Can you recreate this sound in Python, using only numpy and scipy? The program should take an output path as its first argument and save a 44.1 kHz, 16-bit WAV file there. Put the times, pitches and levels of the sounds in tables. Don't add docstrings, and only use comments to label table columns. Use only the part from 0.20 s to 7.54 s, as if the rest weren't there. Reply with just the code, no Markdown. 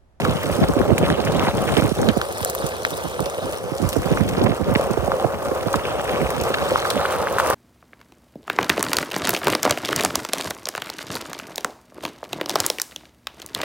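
import sys
import numpy as np
from scipy import signal
from scipy.fft import rfft, irfft, next_fast_len
from scipy.io import wavfile
from scipy.ndimage import uniform_filter1d, map_coordinates

SR = 44100
rng = np.random.default_rng(int(sys.argv[2]) if len(sys.argv) > 2 else 0)


def bounce(signal):
    frames = np.transpose(np.atleast_2d(signal))
    limited = np.clip(frames, -1, 1)
    pcm = np.round(limited * 32767).astype(np.int16)
    wavfile.write(sys.argv[1], SR, pcm)


N = 323902


def amp(db):
    return 10 ** (np.asarray(db) / 20)


def unit(x):
    return x / np.sqrt(np.mean(x ** 2) + 1e-20)


def along(points, hz):
    point_hz, values = np.transpose(points)
    return np.interp(np.log(hz + 1), np.log(point_hz + 1), values)


def curves(rows):
    time_s, *columns = np.transpose(rows)
    return [np.interp(np.arange(N) / SR, time_s, column) for column in columns]


def humps(rows):
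    t = np.arange(N) / SR
    return sum(db * np.exp(-((t - middle_s) / half_s) ** 2) for middle_s, half_s, db in rows)


def wobble(rate_hz):
    knots = rng.standard_normal(int(N * rate_hz / SR) + 4)
    return map_coordinates(knots, [np.arange(N) * rate_hz / SR])


def filtered(x, response):
    n = x.shape[-1]
    m = next_fast_len(n + SR // 8)
    return irfft(rfft(x, m) * response(np.fft.rfftfreq(m, 1 / SR)), m)[..., :n]


def add(track, start_s, sound):
    start = round(start_s * SR)
    a, b = max(start, 0), min(start + sound.shape[-1], N)
    track[..., a:b] += sound[..., a - start:b - start]


def burst(direct_s, echo_s, echo_db, size):
    t = np.arange(size) / SR
    direct = rng.standard_normal(size) * np.exp(-t / direct_s)
    scatter = rng.standard_normal((2, size)) * np.exp(-t / echo_s)
    return direct + amp(echo_db) * scatter


STRAY_SPREAD_DB, STRAY_OCTAVES = 4, 1.0


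def strays(rate_hz, level_db, pitch_hz):
    when, size, pitch = rng.random((int(rate_hz * N / SR), 3)).T
    db = level_db[(when * N).astype(int)] + STRAY_SPREAD_DB * (size - .5)
    hz = pitch_hz * 2 ** (STRAY_OCTAVES * (pitch - .5))
    return list(zip(when * N / SR, db, hz))


# (frequency [Hz], relative level [dB])
WHINE_LINES = [(14039, 0), (14723, -4)]
# (time [s], whine level before random swell [dB])
MOTOR_LOAD = [(0, -63), (4.1, -63), (4.45, -59), (4.9, -62), (5.15, -55.5), (5.6, -55), (5.85, -65),
              (6.2, -58), (6.5, -64)]


def motor():
    t = np.arange(N) / SR
    lines = sum(amp(db) * np.sin(2 * np.pi * hz * t + 0.8 * wobble(20)) for hz, db in WHINE_LINES)
    return amp(curves(MOTOR_LOAD)[0] + 2 * wobble(4.8)) * lines


# (frequency [Hz], relative level [dB])
PORT_SPECTRUM = [(20, -28), (40, -2.5), (60, -5.5), (90, -1.5), (170, -0.5), (300, -3.5), (500, -9),
                 (800, -19.5), (1400, -28), (3000, -30.5), (9000, -24)]
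EDDY_HZ = 193.5


def port(hz, pitch_hz=EDDY_HZ, lag_cycles=1.6):
    gain = amp(along(PORT_SPECTRUM, hz * EDDY_HZ / pitch_hz)) / np.sqrt(1 + (hz / 1100) ** 4)
    b, a = signal.butter(N=7, Wn=53, btype="high", analog=True)
    low_cut = signal.freqs(b, a, worN=hz)[1]
    return gain * low_cut * np.exp(-2j * np.pi * lag_cycles * np.log(hz + 20))


# (time [s], reference level [dB])
HEADWIND_LEVEL = [(0.0, -22.5), (0.24, -29), (0.75, -23.5), (1.14, -26.5), (1.69, -31), (1.88, -35),
                  (2.19, -42), (3.33, -40), (4.11, -25), (4.21, -31), (5.46, -36), (6.44, -30),
                  (6.66, -34.5), (7.34, -37.5)]
SMALL_EDDY_RATE_HZ, SMALL_EDDY_S = 9, 0.018
SMALL_EDDY_DB, SMALL_EDDY_SPREAD_DB = 5, 3.5
SMALL_EDDY_HZ, SMALL_EDDY_OCTAVES = 195, 0.96
RIGHT_SHARE = .7


def small_eddies():
    jitter, side, size, pitch = rng.random((int(SMALL_EDDY_RATE_HZ * N / SR), 4)).T
    time_s = (np.arange(len(jitter)) + jitter) / SMALL_EDDY_RATE_HZ
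    headwind_db = np.interp(time_s, *np.transpose(HEADWIND_LEVEL))
    db = headwind_db + SMALL_EDDY_DB + SMALL_EDDY_SPREAD_DB * (size - .5)
    hz = SMALL_EDDY_HZ * 2 ** (SMALL_EDDY_OCTAVES * (pitch - .5))
    return list(zip(time_s, side < RIGHT_SHARE, db, np.full(len(time_s), SMALL_EDDY_S), hz))


# (time [s], port [0 left, 1 right], level [dB], length [s], pitch [Hz])
STRONG_EDDIES = [(0.028, 1, -15.5, 0.01, 190), (0.084, 0, -18, 0.018, 220), (0.086, 1, -14.5, 0.018, 200),
                 (0.254, 1, -23.5, 0.047, 180), (0.296, 1, -21, 0.027, 130), (0.388, 1, -16, 0.028, 200),
                 (0.418, 0, -10, 0.023, 151), (0.429, 1, -11, 0.019, 232), (0.442, 0, -13, .004, 520),
                 (0.491, 0, -11, 0.013, 245), (0.566, 1, -11.5, 0.017, 170), (0.6, 0, -10, 0.017, 310),
                 (0.615, 1, -19, 0.022, 200), (0.666, 1, -21, .02, 190), (0.69, 0, -21, 0.019, 190),
                 (0.709, 1, -7, 0.032, 235), (0.749, 0, -22, 0.017, 190), (0.8, 0, -14, 0.012, 200),
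                 (0.831, 1, -13, 0.02, 300), (0.898, 0, -18, 0.037, 190), (0.906, 1, -16, 0.037, 200),
                 (0.991, 1, -14, 0.024, 340), (1.088, 0, -14, 0.0079, 200), (1.16, 0, -20, 0.016, 200),
                 (1.167, 1, -16, 0.058, 220), (1.23, 0, -13, 0.0084, 380), (1.273, 1, -12.5, 0.008, 230),
                 (1.273, 0, -17, 0.014, 200), (1.343, 0, -20, 0.019, 179), (1.372, 1, -19, 0.016, 190),
                 (1.413, 0, -20.5, 0.044, 187), (1.48, 1, -21, 0.048, 191), (1.513, 0, -15.5, 0.025, 169),
                 (1.529, 0, -19, .005, 480), (1.577, 1, -8.5, 0.021, 304), (1.597, 1, -14, 0.0048, 560),
                 (1.619, 1, -9.5, 0.0085, 181), (1.642, 0, -20, 0.024, 190), (1.649, 1, -13, 0.019, 204),
                 (1.681, 1, -18, .008, 200), (1.712, 1, -12, 0.012, 192), (1.783, 0, -19, 0.018, 190),
                 (1.823, 0, -17, 0.034, 288), (1.842, 1, -17.5, 0.049, 200), (1.88, 1, -9, 0.03, 234),
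                 (1.968, 1, -10.5, 0.012, 264), (2.21, 1, -20.5, 0.01, 130), (2.439, 1, -21, 0.025, 138),
                 (2.849, 1, -22.5, 0.024, 260), (3.003, 1, -18, 0.027, 210), (3.243, 1, -25, 0.033, 135),
                 (3.517, 1, -17.5, 0.011, 150), (3.6, 1, -18, .012, 190), (3.626, 1, -11.5, 0.026, 125),
                 (3.668, 1, -20.5, .018, 125), (3.765, 1, -11, 0.018, 224), (3.785, 0, -18, 0.011, 190),
                 (3.86, 1, -17.5, 0.024, 200), (3.911, 1, -9, 0.015, 201), (3.921, 0, -20, 0.04, 200),
                 (4.005, 1, -9, 0.022, 160), (4.055, 1, -22.5, 0.05, 141), (4.06, 0, -22.5, .04, 191),
                 (4.18, 1, -13, 0.016, 192), (4.211, 1, -12, 0.012, 253), (4.223, 0, -17, 0.039, 300),
                 (4.242, 1, -11.5, 0.027, 235), (4.266, 1, -12.5, 0.015, 610), (4.29, 0, -24, 0.037, 190),
                 (4.295, 1, -14, 0.025, 219), (4.322, 1, -19, 0.014, 560), (4.409, 1, -14.5, 0.022, 159),
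                 (4.476, 0, -18, 0.023, 190), (4.48, 1, -17.5, 0.021, 170), (4.514, 1, -13.5, 0.021, 172),
                 (4.555, 1, -7.5, 0.0072, 265), (4.704, 1, -14.5, 0.022, 230),
                 (4.774, 1, -11.5, 0.011, 257), (4.825, 1, -14.5, 0.008, 190),
                 (4.878, 1, -13.5, 0.0098, 280), (5.045, 1, -9.5, 0.013, 277), (5.275, 1, -24, 0.013, 190),
                 (5.313, 1, -14, 0.0077, 230), (5.466, 1, -14.5, 0.016, 200), (5.549, 1, -17, 0.023, 203),
                 (6.016, 1, -14.5, 0.02, 194), (6.201, 1, -22, 0.054, 147.3), (6.764, 1, -21, 0.048, 185)]
DRAUGHT_LEVEL = [
    [-4.5],
    [-0.5],
]


def wind():
    out, t = np.zeros((2, N)), np.arange(-SR // 8, SR // 5) / SR
    for time_s, side, db, length_s, pitch_hz in STRONG_EDDIES + small_eddies():
        core_s = max(length_s - .007, .003)
        swirl = rng.standard_normal(len(t)) * np.exp(1.15 * rng.standard_normal(len(t)))
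        envelope = np.exp(-(t / (0.88 * core_s)) ** 2)
        thump = filtered(swirl * envelope, lambda hz: port(hz, pitch_hz))
        level = amp(db) * np.sqrt(length_s * SR / np.sum(thump ** 2))
        add(out[int(side > .5)], time_s + t[0], level * thump)
    lumps = amp(6.7 * np.array([wobble(22), wobble(22)]))
    draught = unit(filtered(lumps * rng.standard_normal((2, N)), port))
    return out + amp(curves(HEADWIND_LEVEL)[0] + np.array(DRAUGHT_LEVEL)) * draught


# (time [s], peak level [dB], pitch [Hz])
RINGING_THUDS = [(0.437, -12.5, 710), (0.703, -9, 490), (0.834, -8.5, 545), (1.524, -18, 700),
                 (4.596, -8.5, 563), (4.999, -19.5, 750), (5.047, -12, 530), (6.519, -9, 520),
                 (6.766, -12, 545), (7.301, -11, 547)]


def ringing_thuds():
    out, t = np.zeros(N), np.arange(SR // 15) / SR
    for time_s, db, hz in RINGING_THUDS:
        ring = np.sin(2 * np.pi * hz * t) * (1 - np.exp(-t / 0.00033)) * np.exp(-t / 0.0038)
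        add(out, time_s, amp(db) * ring / abs(ring).max())
    return out


# (time [s], peak level [dB], pitch [Hz], skitter re contact [dB])
BIG_CHIPS = [(0.231, -17, 7000, -16), (0.4846, -13, 5570, -15), (0.536, -14, 7500, -16),
             (0.782, -11.5, 9230, -10), (0.8593, -19, 8500, -18), (1.05, -10, 6300, -14),
             (1.12, -23, 5000, 0), (1.195, -13.5, 5500, -22), (1.4192, -16, 8080, -16),
             (1.453, -18, 8000, -15), (1.661, -19, 8150, -18), (1.8154, -12.5, 6130, -12),
             (2.0154, -15, 5040, -17), (2.124, -14, 8000, -16), (2.182, -13, 9000, -16),
             (2.213, -13, 12000, -20), (2.2285, -14, 4200, -18), (2.2479, 3, 8100, -29),
             (2.2979, -6.5, 7600, -13), (2.3494, -6, 9000, -19), (2.465, -10.5, 6000, -16),
             (2.6503, -12, 5500, -25), (2.7052, -13, 9280, -19), (2.7706, -12.5, 11000, -18),
             (3.004, -11, 9070, -17), (3.058, -12.5, 3540, -13), (3.0985, -16, 8000, -22),
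             (3.324, -13, 4500, -14.5), (3.5814, -15, 3600, -20), (3.69, -6.5, 8400, -14),
             (3.6997, -18, 8000, -13), (3.729, -9, 4200, -18), (4.0884, -18, 5600, -4),
             (4.2386, -18, 9140, -8.5), (4.539, -15, 11030, -16), (4.71, -19, 6000, -12),
             (5.4288, -21, 4000, -12), (5.529, -10.5, 6770, -10), (5.557, -16, 5140, -11),
             (5.843, -16.5, 9100, -13), (6.1043, -11, 8100, -17), (6.213, -13, 8000, -16),
             (6.236, -13, 6000, -14.5), (6.586, -18, 7100, -18), (6.702, -6.5, 3600, -5),
             (6.961, -15.5, 8000, -15), (7.124, -17, 8500, -10), (7.185, -13.5, 8060, -2),
             (7.198, -16, 7500, -4), (7.271, -12, 7000, -17), (7.2996, -9, 9050, -9)]
SMALL_CHIP_RATE_HZ, SMALL_CHIP_DB = 4.5, 14.5
SMALL_CHIP_HZ, SMALL_SKITTER_DB = 7500, -15
CHIP_WIDTH = 0.92


def chips():
    out = np.zeros((2, N))
    sand_db = curves(TRAIL_LEVELS)[2]
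    small = strays(SMALL_CHIP_RATE_HZ, sand_db + SMALL_CHIP_DB, SMALL_CHIP_HZ)
    for time_s, db, hz, skitter_db in BIG_CHIPS + [(*row, SMALL_SKITTER_DB) for row in small]:
        contact = burst(direct_s=0.00021, echo_s=0.0059, echo_db=skitter_db, size=SR // 25)
        tick = filtered(contact, lambda f: 1j * f * hz / (hz * hz - f * f + 1j * f * hz * CHIP_WIDTH))
        add(out, time_s + 0.00057, amp(db) * tick / abs(tick).max())
    return out


# (time [s], pop peak [dB], settled pitch [Hz], snap re pop [dB], life [cycles])
BIG_STONES = [(0.0508, -10, 1260, -18, 1.7), (0.439, -17, 1650, 3, 1), (0.536, -13.5, 1000, -16, 0.97),
              (0.615, -13.5, 1350, -15, 1.3), (0.78, -11.5, 2060, 1.5, 0.89), (0.901, -8, 1610, -7, 1.8),
              (1.05, -24, 1950, -5, 0.91), (1.195, -12.5, 2520, -10, 1.5), (1.2255, -12, 1040, -12, 1.6),
              (1.269, -11, 1120, -22, 1.3), (1.285, -8, 865, -10, 1.2), (1.568, -13, 1550, 5, 1.4),
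              (1.622, -15, 1290, -14, 1.1), (1.83, -14.5, 1400, -12, 1.2), (1.8875, -7, 1400, 0, 0.93),
              (1.972, -22, 1290, -16, 1.1), (2.0146, -10.5, 1430, 3.5, 1.4), (2.2483, -14, 1400, -5, 1.1),
              (2.35, -16, 1250, -9, 0.97), (2.422, -16, 1200, -20, 1.1), (2.6497, -3, 1750, -1, 1.23),
              (2.993, -12.5, 1000, -17, 1.4), (3.756, -18, 1200, -18, 1), (3.9726, -14, 1370, -6, 1.4),
              (4.009, -21, 1610, -17, 1.2), (4.5575, -8, 2070, -11, 1.65), (4.739, -19.5, 920, -23, 1.5),
              (4.9176, -5, 1100, -14, 1.24), (4.998, -14.5, 900, -5, 0.92), (5.484, -17, 1170, -24, 1.8),
              (5.541, -4.5, 1150, -10, 1.5), (5.796, -13, 1230, -13, 1.1), (6.104, -16, 1950, -1, 1.1),
              (6.3424, -7, 1600, -1, 1.2), (6.5574, -0.5, 1130, -30, 1.7), (6.6525, -10.5, 1260, -20, 1.4),
              (6.711, -13, 1280, -14, 1.2), (6.853, -6.5, 1300, -15, 1.5), (7.071, -7.5, 1290, -22, 1.12),
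              (7.184, -4.5, 1280, -17, 1.2), (7.199, -0.5, 1150, -22, 1.15), (7.308, -5.5, 1200, -20, 0.86)]
SMALL_STONE_RATE_HZ, SMALL_STONE_DB, SMALL_STONE_HZ = 2, -3, 1310
SMALL_SNAP_DB, SMALL_STONE_CYCLES = -27, 0.88
STONE_BEND_CYCLES = 0.14
SNAP_HZ, SNAP_S, SPLINTER_DB = 3500, 0.00022, -5


def stones():
    out, t = np.zeros((2, N)), np.arange(SR // 20) / SR
    rolling_db = curves(TRAIL_LEVELS)[0]
    small = strays(SMALL_STONE_RATE_HZ, rolling_db + SMALL_STONE_DB, SMALL_STONE_HZ)
    rows = BIG_STONES + [(*row, SMALL_SNAP_DB, SMALL_STONE_CYCLES) for row in small]
    for time_s, db, hz, snap_db, life_cycles in rows:
        cycles = hz * t + STONE_BEND_CYCLES * (1 - np.exp(-2 * hz * t))
        pop = np.sin(2 * np.pi * cycles) * cycles * np.exp(-(cycles / life_cycles) ** 2)
        splinter_noise = burst(direct_s=0.00063, echo_s=0.0094, echo_db=-19.0, size=len(t))
        splinters = filtered(splinter_noise, lambda f: amp(along(GRIT_SPECTRUM, f)))
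        snap = np.sin(2 * np.pi * SNAP_HZ * t) * np.exp(-t / SNAP_S)
        snap = snap + amp(SPLINTER_DB) * splinters / abs(splinters).max()
        scatter_noise = burst(direct_s=0.0013, echo_s=0.0068, echo_db=18, size=len(t))
        scatter = filtered(scatter_noise, lambda f: amp(along(CRUNCH_SPECTRUM, f)))
        sound = pop / abs(pop).max() + amp(snap_db) * snap / abs(snap).max()
        sound = sound + amp(-15.5) * scatter / abs(scatter).max()
        add(out, time_s + .0005, amp(db) * sound)
    return out


CRACK_CYCLES, CRACK_SCATTER_DB = 0.9, -18


def crack(hz):
    t = np.arange(SR // 100) / SR
    cycles = hz * t
    ring = np.gradient(np.sin(2 * np.pi * cycles) * cycles * np.exp(-(cycles / CRACK_CYCLES) ** 2))
    tail = rng.standard_normal((2, len(t))) * np.exp(-t / 0.0039)
    scatter = signal.fftconvolve(tail, ring[None], axes=1)[:, :len(t)]
    return ring / abs(ring).max() + amp(CRACK_SCATTER_DB) * scatter / abs(scatter).max()


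# (time [s], length [s], level [dB], mid pitch [Hz])
CRACK_RUNS = [(0.047, .01, -25.5, 1850), (0.226, 0.013, -29.5, 2000), (0.325, .005, -30, 2500),
              (0.431, 0.016, -31, 2280), (0.587, 0.0048, -28, 2300), (0.834, 0.034, -29, 2390),
              (1, 0.0056, -28, 2800), (1.15, 0.0069, -35, 2340), (1.189, 0.0079, -34, 1830),
              (1.266, 0.025, -24, 1250), (1.477, 0.018, -26.5, 1900), (1.566, 0.037, -27, 2090),
              (1.895, 0.013, -30, 1800), (3.971, 0.0064, -24, 1500), (4.077, .02, -35, 2470),
              (4.168, 0.0055, -32, 2770), (4.239, 0.0068, -32, 2610), (4.26, 0.013, -28, 2200),
              (4.293, 0.0087, -32, 2400), (4.316, 0.0063, -30, 2490), (4.551, 0.009, -20.5, 2100),
              (5.143, .005, -34, 2100), (5.407, 0.0033, -30, 2280), (5.652, 0.0024, -24, 2450),
              (5.893, 0.0026, -23.5, 2540), (6.34, 0.0083, -22, 1900), (6.697, .012, -36, 2800),
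              (6.854, 0.0081, -27, 1960), (7.082, 0.0043, -30, 2000), (7.19, 0.019, -31.5, 2200)]
RUN_RATE_HZ, RUN_SPREAD_DB, RUN_OCTAVES = 630, 8, 1.3


def crack_runs():
    out = np.zeros((2, N))
    for time_s, length_s, db, mid_hz in CRACK_RUNS:
        run, count = np.zeros((2, N)), max(int(RUN_RATE_HZ * length_s), 2)
        for k, (jitter, size, pitch) in enumerate(rng.random((count, 3))):
            hz = mid_hz * 2 ** (RUN_OCTAVES * (pitch - .5))
            crack_s = time_s + length_s * (k + jitter) / count
            add(run, crack_s, amp(RUN_SPREAD_DB * size) * crack(hz))
        out += amp(db) * run * np.sqrt(2 * length_s * SR / np.sum(run ** 2))
    return out


TICK_RATE_HZ, TICK_DB, TICK_SPREAD_DB = 95, 10.3, 4.4
TICK_HZ, TICK_OCTAVES = 2200, 1.5


def crackle():
    out, grit_db = np.zeros((2, N)), curves(TRAIL_LEVELS)[1]
    for when, size, pitch in rng.random((int(TICK_RATE_HZ * N / SR), 3)):
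        extra_db = TICK_SPREAD_DB * min(-np.log(1 - size), np.log(16))
        db = grit_db[int(when * N)] + TICK_DB + extra_db
        hz = TICK_HZ * 2 ** (TICK_OCTAVES * (pitch - .5))
        add(out, when * N / SR, amp(db) * crack(hz))
    return out


def contacts(rate_hz, spread_db, life_s, smooth):
    count = int(rate_hz * N / SR)
    draw = rng.random((count, 2))
    sizes = amp(spread_db * np.minimum(-np.log(1 - draw[:, 1]), np.log(60)))
    energy = np.bincount((draw[:, 0] * N).astype(int), sizes ** 2, N)
    flare = signal.lfilter([1], [1, -np.exp(-1 / (life_s * SR))], energy)
    return np.sqrt(flare / flare.mean() + smooth) * rng.standard_normal((2, N))


def speckled(pair, depth_db):
    z = signal.stft(pair, SR, nperseg=512)[2]
    field = uniform_filter1d(rng.standard_normal(z.shape[1:]), size=7, axis=0)
    field = uniform_filter1d(field, size=3, axis=1)
    return signal.istft(z * amp(depth_db * unit(field)), SR, nperseg=512)[1][:, :N]


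# (frequency [Hz], correlation [0-1])
STEREO_LIKENESS = [(100, 0.11), (300, 0.54), (600, 0.87), (1300, 0.84), (3200, 0.66), (4500, 0.32),
                   (7000, 0.3), (15000, 0.042)]


def coloured(pair, spectrum):
    def mid_side_gain(hz):
        turn = np.arccos(np.clip(along(STEREO_LIKENESS, hz), -1, 1)) / 2
        return amp(along(spectrum, hz)) * [np.cos(turn), np.sin(turn)]
    mid, side = filtered(pair, mid_side_gain)
    return unit(np.array([mid + side, mid - side]))


# (frequency [Hz], relative level [dB])
GRIT_SPECTRUM = [(600, -34), (1200, 6), (1700, -1), (2300, -0.5), (3000, 5.5), (3900, -0.5), (4900, -16),
                 (7000, -14.5), (10000, -42), (16000, -43)]
GRIT_HZ = 3000


def gliding(pair, pitch_hz):
    hz, frame_s, z = signal.stft(pair, SR, nperseg=256)
    shift = GRIT_HZ / np.interp(frame_s, np.arange(N) / SR, pitch_hz)
    gain = amp(along(GRIT_SPECTRUM, hz[:, None] * shift))
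    return signal.istft(z * gain / np.linalg.norm(gain, axis=0), SR, nperseg=256)[1][:, :N]


FLEX, FLEX_RATE_HZ = 0.03, 22


def flexing(pair):
    drift = np.cumsum(FLEX * wobble(FLEX_RATE_HZ))
    return np.array([map_coordinates(side, [np.arange(N) + drift], mode="mirror") for side in pair])


# (time [s], rolling [dB], grit [dB], sand [dB])
TRAIL_LEVELS = [(0.0, -23.5, -36.5, -38), (0.6, -23.5, -43, -41.5), (1.2, -22.5, -35, -42),
                (1.35, -24.5, -42, -41), (1.5, -22, -36, -36), (1.95, -28, -44.5, -40),
                (2.25, -26.5, -43, -37.5), (2.85, -30, -44, -40), (3.3, -27.5, -42.5, -39.5),
                (3.45, -29, -48.5, -43.5), (3.74, -27, -44.5, -37.5), (4.1, -26.5, -39, -43),
                (4.49, -24, -45.5, -43.5), (4.94, -25, -45, -42), (5.09, -25.5, -54, -45),
                (5.69, -22.5, -36.5, -41.5), (5.95, -21.5, -37.5, -40), (6.74, -24, -37.5, -42.5),
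                (7.04, -23.5, -47, -44), (7.34, -22.5, -42, -41)]
# (time [s], pitch [Hz])
GRIT_PITCH_HZ = [(0, 3000), (0.8, 3000), (1.5, 3020), (2.25, 3970), (3.2, 2900), (4.3, 2780), (5.7, 2620),
                 (6.25, 2800), (6.7, 3540), (7.2, 2700)]
# (middle [s], half length [s], crunch change, up or down [dB])
GRAVEL_PATCHES = [(0.33, 0.017, 6), (0.87, 0.031, 4), (1.26, 0.048, 3.5), (1.58, 0.045, 4),
                  (3.68, 0.087, 1.5), (4.09, 0.03, 1.5), (4.29, 0.066, -3.5), (4.6, 0.037, 3.5),
                  (6.57, 0.34, 5), (6.93, 0.047, 6.5), (7.3, 0.16, 7.5)]
# (middle [s], half length [s], roar change [dB])
LOAD_SWELLS = [(0.24, 0.13, -3), (1.73, 0.03, -16), (1.86, 0.12, 4.5), (3.02, 0.057, 5), (3.79, 0.038, -8),
               (4.25, 0.053, -1), (4.42, 0.084, -3), (4.93, 0.091, 5.5), (5.61, 0.045, -4.5)]
# (frequency [Hz], relative level [dB])
ROAR_SPECTRUM = [(25, -50), (40, -23), (70, -6), (150, -13.5), (280, -16), (400, -5.5), (480, -3.5),
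                 (548, 1.2), (625, -8), (780, -8.5), (1000, -22.5), (1600, -26), (4000, -90)]
# (frequency [Hz], relative level [dB])
CRUNCH_SPECTRUM = [(40, -50), (200, -22), (550, -2), (850, -2.5), (1200, -0.5), (1550, -9), (1900, -15),
                   (3000, -19.5), (8000, -32)]
# (frequency [Hz], relative level [dB])
SAND_SPECTRUM = [(100, -32), (1500, -2.5), (3800, -3.5), (5000, -1), (5800, 0.5), (7200, -3.5),
                 (8300, -0.5), (9300, 2), (11000, -6), (13000, -6.5), (15000, -4.5), (16500, -23)]
# (grains per s, size spread dB, life s, smooth share)
DRUMMING, PEBBLES = (350, 3.5, 0.0011, 1.43), (340, 1.9, 0.00079, 0.8)
GRAVEL, DUST = (460, 1.9, 0.00059, 1.9), (500, 4.44, 0.0012, 0.54)
ROAR_DB, CRUNCH_DB, GRIT_DB, SAND_DB = -2.27, -7.5, 0, -0.5
ROAR_BUMP_DB, CRUNCH_BUMP_DB, GRIT_BUMP_DB, SAND_BUMP_DB = 1.1, 1.4, 0.9, 0.7
BUMP_RATE_HZ, JOLT_RATE_HZ, JOLT_DB = 17, 70, 0.96
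GRIT_SHARE, SAND_SHARE = 0.24, 0.85
LOAD_SHARE = 0.38


def tyre():
    rolling_db, grit_db, sand_db = curves(TRAIL_LEVELS)
    grit_hz, = curves(GRIT_PITCH_HZ)
    patch_db, load_db = humps(GRAVEL_PATCHES), humps(LOAD_SWELLS)
    bumps, jolt_db = wobble(BUMP_RATE_HZ), JOLT_DB * wobble(JOLT_RATE_HZ)

    drumming = contacts(*DRUMMING)
    pebbles = speckled(contacts(*PEBBLES), depth_db=1.5)
    gravel = speckled(contacts(*GRAVEL), depth_db=4.5)
    dust = speckled(contacts(*DUST), depth_db=2.5)

    roar_db = rolling_db + ROAR_DB + load_db + jolt_db + ROAR_BUMP_DB * bumps
    crunch_db = rolling_db + CRUNCH_DB + patch_db + LOAD_SHARE * load_db + jolt_db + CRUNCH_BUMP_DB * bumps
    grit_db = grit_db + GRIT_DB + GRIT_SHARE * patch_db + LOAD_SHARE * load_db
    grit_db = grit_db + jolt_db + GRIT_BUMP_DB * bumps
    sand_db = sand_db + SAND_DB + SAND_SHARE * patch_db + SAND_BUMP_DB * bumps

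    roar = amp(roar_db) * flexing(coloured(drumming, ROAR_SPECTRUM))
    crunch = amp(crunch_db) * coloured(pebbles, CRUNCH_SPECTRUM)
    grit = amp(grit_db) * coloured(gliding(gravel, grit_hz), [(1000, 0)])
    sand = amp(sand_db) * coloured(dust, SAND_SPECTRUM)
    return roar + crunch + grit + sand


# (time [s], left port delay [s])
BOARD_SWING = [(0, 0.00015), (1.2, 0.00011), (1.8, 0.00014), (2.15, 0.00023), (3.0, 0.00022),
               (3.75, 0.00015), (5.7, .00012), (6.55, 0.00016), (6.95, 0.00006), (7.34, 0.000084)]


def scene():
    left, right = tyre() + crackle() + crack_runs() + ringing_thuds() + stones() + chips() + motor()
    late_left = map_coordinates(left, [np.arange(N) - curves(BOARD_SWING)[0] * SR], order=5)
    return np.array([late_left, right]) + wind()


LOW_CUT_HZ, TOP_HZ = 36, 16000


def record(dry):
    rounded = dry / (1 + (dry / .95) ** 6) ** (1 / 6)
    return filtered(rounded, lambda hz: (hz < TOP_HZ) * hz ** 4 / np.sqrt(hz ** 8 + LOW_CUT_HZ ** 8))


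dry = scene()
out = record(dry)
bounce(out)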